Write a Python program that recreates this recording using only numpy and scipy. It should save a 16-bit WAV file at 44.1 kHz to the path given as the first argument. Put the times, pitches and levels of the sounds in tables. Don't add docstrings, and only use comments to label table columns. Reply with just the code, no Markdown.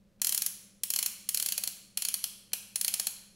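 import sys
import numpy as np
from scipy import signal
from scipy.fft import rfft, irfft
from scipy.io import wavfile
from scipy.ndimage import uniform_filter1d

SR = 44100
rng = np.random.default_rng(int(sys.argv[2]) if len(sys.argv) > 2 else 0)


def magnitude_from_level(level_db):
    exponent = np.asarray(level_db, float) / 20
    return 10 ** exponent


def digitize_waveform(pressure):
    field = np.atleast_2d(pressure).T
    bounded = np.clip(field, -1, 1)
    quanta = np.round(bounded * 32767).astype(np.int16)
    wavfile.write(sys.argv[1], SR, quanta)


N = 147735
SNAP_SIZE = 2048


def evened(x):
    return x / np.sqrt(np.mean(x ** 2) + 1e-20)


def read(points, hz):
    f, value = np.transpose(points)
    return np.interp(np.log(hz + 1), np.log(f + 1), value)


def ring(hz, centre_hz, width_hz):
    return 1j * hz * width_hz / (centre_hz ** 2 - hz ** 2 + 1j * hz * width_hz)


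def coloured(gain):
    return evened(irfft(rfft(rng.standard_normal(N)) * gain, N))


# start in seconds, strength in dB, shell thump in dB, brightness in dB.
SNAPS_A = [(0.2164, -12, 10, 1.5), (0.2455, -13.5, -1.5, 1), (0.2689, -13.5, -4, -0.5),
           (0.2916, -14.5, -2, 1.5), (0.3226, -16, -1.5, -1), (0.3455, -14, -3, 0.5),
           (0.3757, -13.5, -2, 1), (0.4192, -14.5, -1.5, 0), (0.4619, -13.5, -4, 1), (0.834, -14.5, 2, 2),
           (0.9023, -13.5, -5, 1.5), (0.936, -14, -1.5, 2), (0.96, -14.5, -1.5, 1),
           (0.9879, -14, 6.5, -0.5), (1.0265, -14, 6, 1), (1.06, -14, -4, 0.5), (1.289, -14, -1.5, 2),
           (1.3447, -14, -4, 2), (1.3722, -15.5, 2, -0.5), (1.398, -15.5, -3, 0), (1.4241, -15.5, 3, 1)]
# start in seconds, strength in dB, shell thump in dB, brightness in dB.
SNAPS_B = [(1.46,-14.5,2,0.65), (1.486,-16.5,-3,-0.41), (1.5211,-16,-1,-0.37), (1.5779,-14.5,12.5,0.033),
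           (1.6357,-17,3,0.49), (1.6744,-16,6,0.18), (1.9724,-15,2.5,1), (2.0205,-17,7,1),
           (2.0493,-15.5,5,1), (2.0848,-15,3,1), (2.1402,-14,-26,0.91), (2.2394,-14.5,1,0.99),
           (2.532,-14,10.5,-0.31), (2.7571,-14.5,-11,0.036), (2.8112,-14,10,0.54), (2.8457,-14,12,-0.64),
           (2.8795,-13.5,3.5,-2.3), (2.9387,-14.5,6,-1.9), (2.9966,-14.5,6.5,-0.87), (3.0683,-14.5,7,-1.6)]
# start in seconds, strength in dB, shell thump in dB, brightness in dB.
SLIPS = [
    (0.197, -58.5, -5.5, -14),
    (0.204, -66, -6, -20),
    (2.518, -49, 3, -16),
]
# start in seconds, knock in Hz, knock in dB, low modes in dB,
# cup mode in dB, pitch ratio of the top modes.
GRIPS = [
    (0, 1080, -25, -2, 0, 1.05),
    (.8, 1105, -19.5, 2, 1.5, 1.063),
    (1.25, 593, -18.5, 0, 5, 1.07),
    (1.9, 800, -29.5, 5, 4, 1.015),
    (2.5, 624, -25.5, 3, 6, 0.997),
    (2.7, 580, -29, -2, 1, 1.02),
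]


def reel():
    out = np.zeros((3, N + SNAP_SIZE))
    for start_s, strength_db, thump_db, bright_db in SNAPS_A + SNAPS_B + SLIPS:
        at = round(start_s * SR)
        grip = [g for g in GRIPS if g[0] <= start_s][-1]
        out[:, at:at + SNAP_SIZE] += snap(grip, strength_db, thump_db, bright_db)
    return out[:, :N]


RISE_S, HOLD_S, CHATTER_T60_S = 0.001, 0.0013, 0.0165
GRIT, EVEN, CREST = 0.25, 0.45, 1.4
PIVOT_HZ, BODY_LAG_S = 4630, 0.0008
APART_T60_S, SNAP_DB = 0.028, -5.5
# frequency in Hz, level of the difference against the
# sum in dB.
SNAP_APART = [(500, -20), (2000, -16.5), (5000, -11.5), (10000, -8.5), (15000, -14.5)]


def snap(grip, strength_db, thump_db, bright_db):
    t, hz = np.arange(SNAP_SIZE) / SR, np.fft.rfftfreq(SNAP_SIZE, 1 / SR)
    grit = rng.standard_normal((3, SNAP_SIZE))
    lumps = np.exp(GRIT * evened(uniform_filter1d(grit[2], size=12)))
    attack = np.minimum(t / RISE_S, 1) ** 2
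    decay = magnitude_from_level(-60 * np.maximum(t - RISE_S - HOLD_S, 0) / CHATTER_T60_S)
    shape = lumps * attack * decay

    raw = rfft(grit[:2] * shape)
    flat = irfft(raw / (abs(raw) + 1e-9) ** EVEN, SNAP_SIZE)
    limit = CREST * shape * np.linalg.norm(flat[0]) / np.linalg.norm(shape)
    chatter = rfft(np.clip(flat, -limit, limit))

    tilt = magnitude_from_level(bright_db * np.tanh(np.log2((hz + 1) / PIVOT_HZ)))
    lag = np.exp(-2j * np.pi * hz * BODY_LAG_S / (1 + (hz / PIVOT_HZ) ** 2))
    apart = np.array([np.ones(len(hz)), magnitude_from_level(read(SNAP_APART, hz))])
    struck = chatter * shell(hz, grip, thump_db) * tilt * lag * apart

    smooth = np.sqrt(uniform_filter1d(abs(struck[0]) ** 2, size=21))
    blurred = smooth * struck[0] / (abs(struck[0]) + 1e-12)
    out = irfft(np.vstack([struck, blurred]), SNAP_SIZE)
    out[1] *= magnitude_from_level(-60 * t / APART_T60_S)
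    out[2] *= np.hanning(SNAP_SIZE * 2)[SNAP_SIZE:] ** 4
    peak = np.sqrt(uniform_filter1d(out[0] ** 2, size=88).max())
    return magnitude_from_level(strength_db + SNAP_DB) * out / peak


# frequency in Hz, width in Hz, level in dB.
SHELL = [(1790, 240, -34.5), (2490, 67, -13), (3125, 129, -9), (3374, 225, -9.5), (4363, 262, -1.5),
         (5264, 300, -6), (5870, 370, -6), (6640, 226, -5), (7400, 230, -8.5), (9774, 450, 0.5),
         (10440, 280, 0), (11340, 470, 0.5), (13600, 360, -27), (16340, 1000, -9)]
# frequency in Hz, level in dB.
CRACK = [(250, -58), (600, -25.5), (2800, -15), (3750, -22), (5500, -12.5), (10000, -5), (13500, -27.5),
         (16000, -3)]
THUMP_HZ, THUMP_WIDTH_HZ, THUMP_DB = 778, 290, -28.5
KNOCK_WIDTH_HZ = 80
LOW_HZ, CUP_HZ = 3800, 4800
TOP_HZ, TOP_END_HZ = 9000, 13750
MODE_SPREAD, MODE_SPREAD_DB = 0.014, 1.5


def shell(hz, grip, thump_db):
    _, knock_hz, knock_db, low_db, cup_db, top_ratio = grip
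    thump = magnitude_from_level(THUMP_DB) * ring(hz, THUMP_HZ, THUMP_WIDTH_HZ) ** 2
    knock = magnitude_from_level(knock_db) * ring(hz, knock_hz, KNOCK_WIDTH_HZ)
    body = magnitude_from_level(read(CRACK, hz)) + magnitude_from_level(thump_db) * (thump + knock)
    vary_level, vary_pitch = rng.standard_normal((2, len(SHELL)))
    for (mode_hz, width_hz, db), a, b in zip(SHELL, vary_level, vary_pitch):
        held_db = low_db if mode_hz < LOW_HZ else cup_db if mode_hz < CUP_HZ else 0
        ratio = top_ratio if TOP_HZ < mode_hz < TOP_END_HZ else 1
        heard_hz = mode_hz * ratio * (1 + MODE_SPREAD * b / 2)
        body = body + magnitude_from_level(db + held_db + MODE_SPREAD_DB * a) * ring(hz, heard_hz, width_hz)
    return body


# frequency in Hz, t60 in seconds.
ROOM = [(500, .5), (1300, 0.85), (3200, 0.76), (9000, 0.61), (13000, 0.4262), (16000, 0.45)]
# frequency in Hz, level in dB.
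ROOM_TONE = [(550, -1), (1200, 0), (1900, -1), (2500, 1), (4400, -3), (7000, -0.45), (10500, -0.2),
             (15000, -1.5)]
ROOM_DB, ROOM_START_S, NEAR_DB, NEAR_T60_S = -6, 0.0023, -12, 0.03


def room(x):
    out = np.zeros(N)
    turn = np.arange(N) / SR * 7 * np.pi
    u = np.arange(SR) / SR
    for k in range(3):
        taps = np.zeros(SR)
        at = np.arange(0, SR - 12, 12)
        taps[at + rng.integers(0, 12, len(at))] = rng.choice([-1., 1.], len(at))
        hz, t, z = signal.stft(taps, SR, nperseg=256)
        fade_db = read(ROOM_TONE, hz)[:, None] - 60 * t / read(ROOM, hz)[:, None]
        late = signal.istft(z * magnitude_from_level(fade_db), SR, nperseg=256)[1][:SR]
        near = taps * magnitude_from_level(-60 * u / NEAR_T60_S)
        tail = magnitude_from_level(ROOM_DB) * late / np.linalg.norm(late) + magnitude_from_level(NEAR_DB) * near / np.linalg.norm(near)
        tail *= np.clip(u / ROOM_START_S, 0, 1) ** 2
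        feed = x * np.sqrt(2 / 3) * np.cos(turn + k * np.pi / 3)
        out += signal.fftconvolve(feed, tail)[:N]
    return out


# frequency in Hz, level in dB per Hz.
FLOOR = [(20, -13), (60, -12.5), (150, -15), (350, -19), (600, -26.5), (900, -32.5), (5000, -38.5),
         (16000, -46.5)]
FLOOR_DB = -69.5
# frequency in Hz, width in Hz, rms level in dB.
HUM = [(115.3, 15, -76.5), (179, 3.6, -74), (196, 9.9, -69), (208.7, 5.3, -71), (490, 80, -84.5),
       (564, 60, -80.5)]
HUM_STEADY = 0.85
# frequency in Hz, level of the difference against the sum in dB.
APART = [(25, -6), (60, -2.5), (190, -21), (300, -12.5), (700, -16.5), (1300, -32)]


def floor():
    hz = np.fft.rfftfreq(N, 1 / SR)
    mid = magnitude_from_level(FLOOR_DB) * coloured(magnitude_from_level(read(FLOOR, hz)))
    for centre_hz, width_hz, db in HUM:
        band = signal.hilbert(coloured(abs(ring(hz, centre_hz, width_hz)) ** 2))
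        mid += magnitude_from_level(db) * evened((band / abs(band) ** HUM_STEADY).real)
    scatter = np.exp(2j * np.pi * rng.random(len(hz)))
    side = irfft(abs(rfft(mid)) * magnitude_from_level(read(APART, hz)) * scatter, N)
    return mid, side


def scene():
    click, click_side, spread = reel()
    hum, hum_side = floor()
    mid = click + room(spread) + hum
    side = click_side + hum_side
    return np.array([mid + side, mid - side])


def band_limit(x):
    return signal.sosfilt(signal.butter(12, 17140, fs=SR, output="sos"), x)


def record(dry):
    edge = signal.firwin(255, 15750, window=("kaiser", 6), fs=SR)
    mix = signal.oaconvolve(dry, edge[None], "same")
    return band_limit(mix)


dry = scene()
out = record(dry)
digitize_waveform(out)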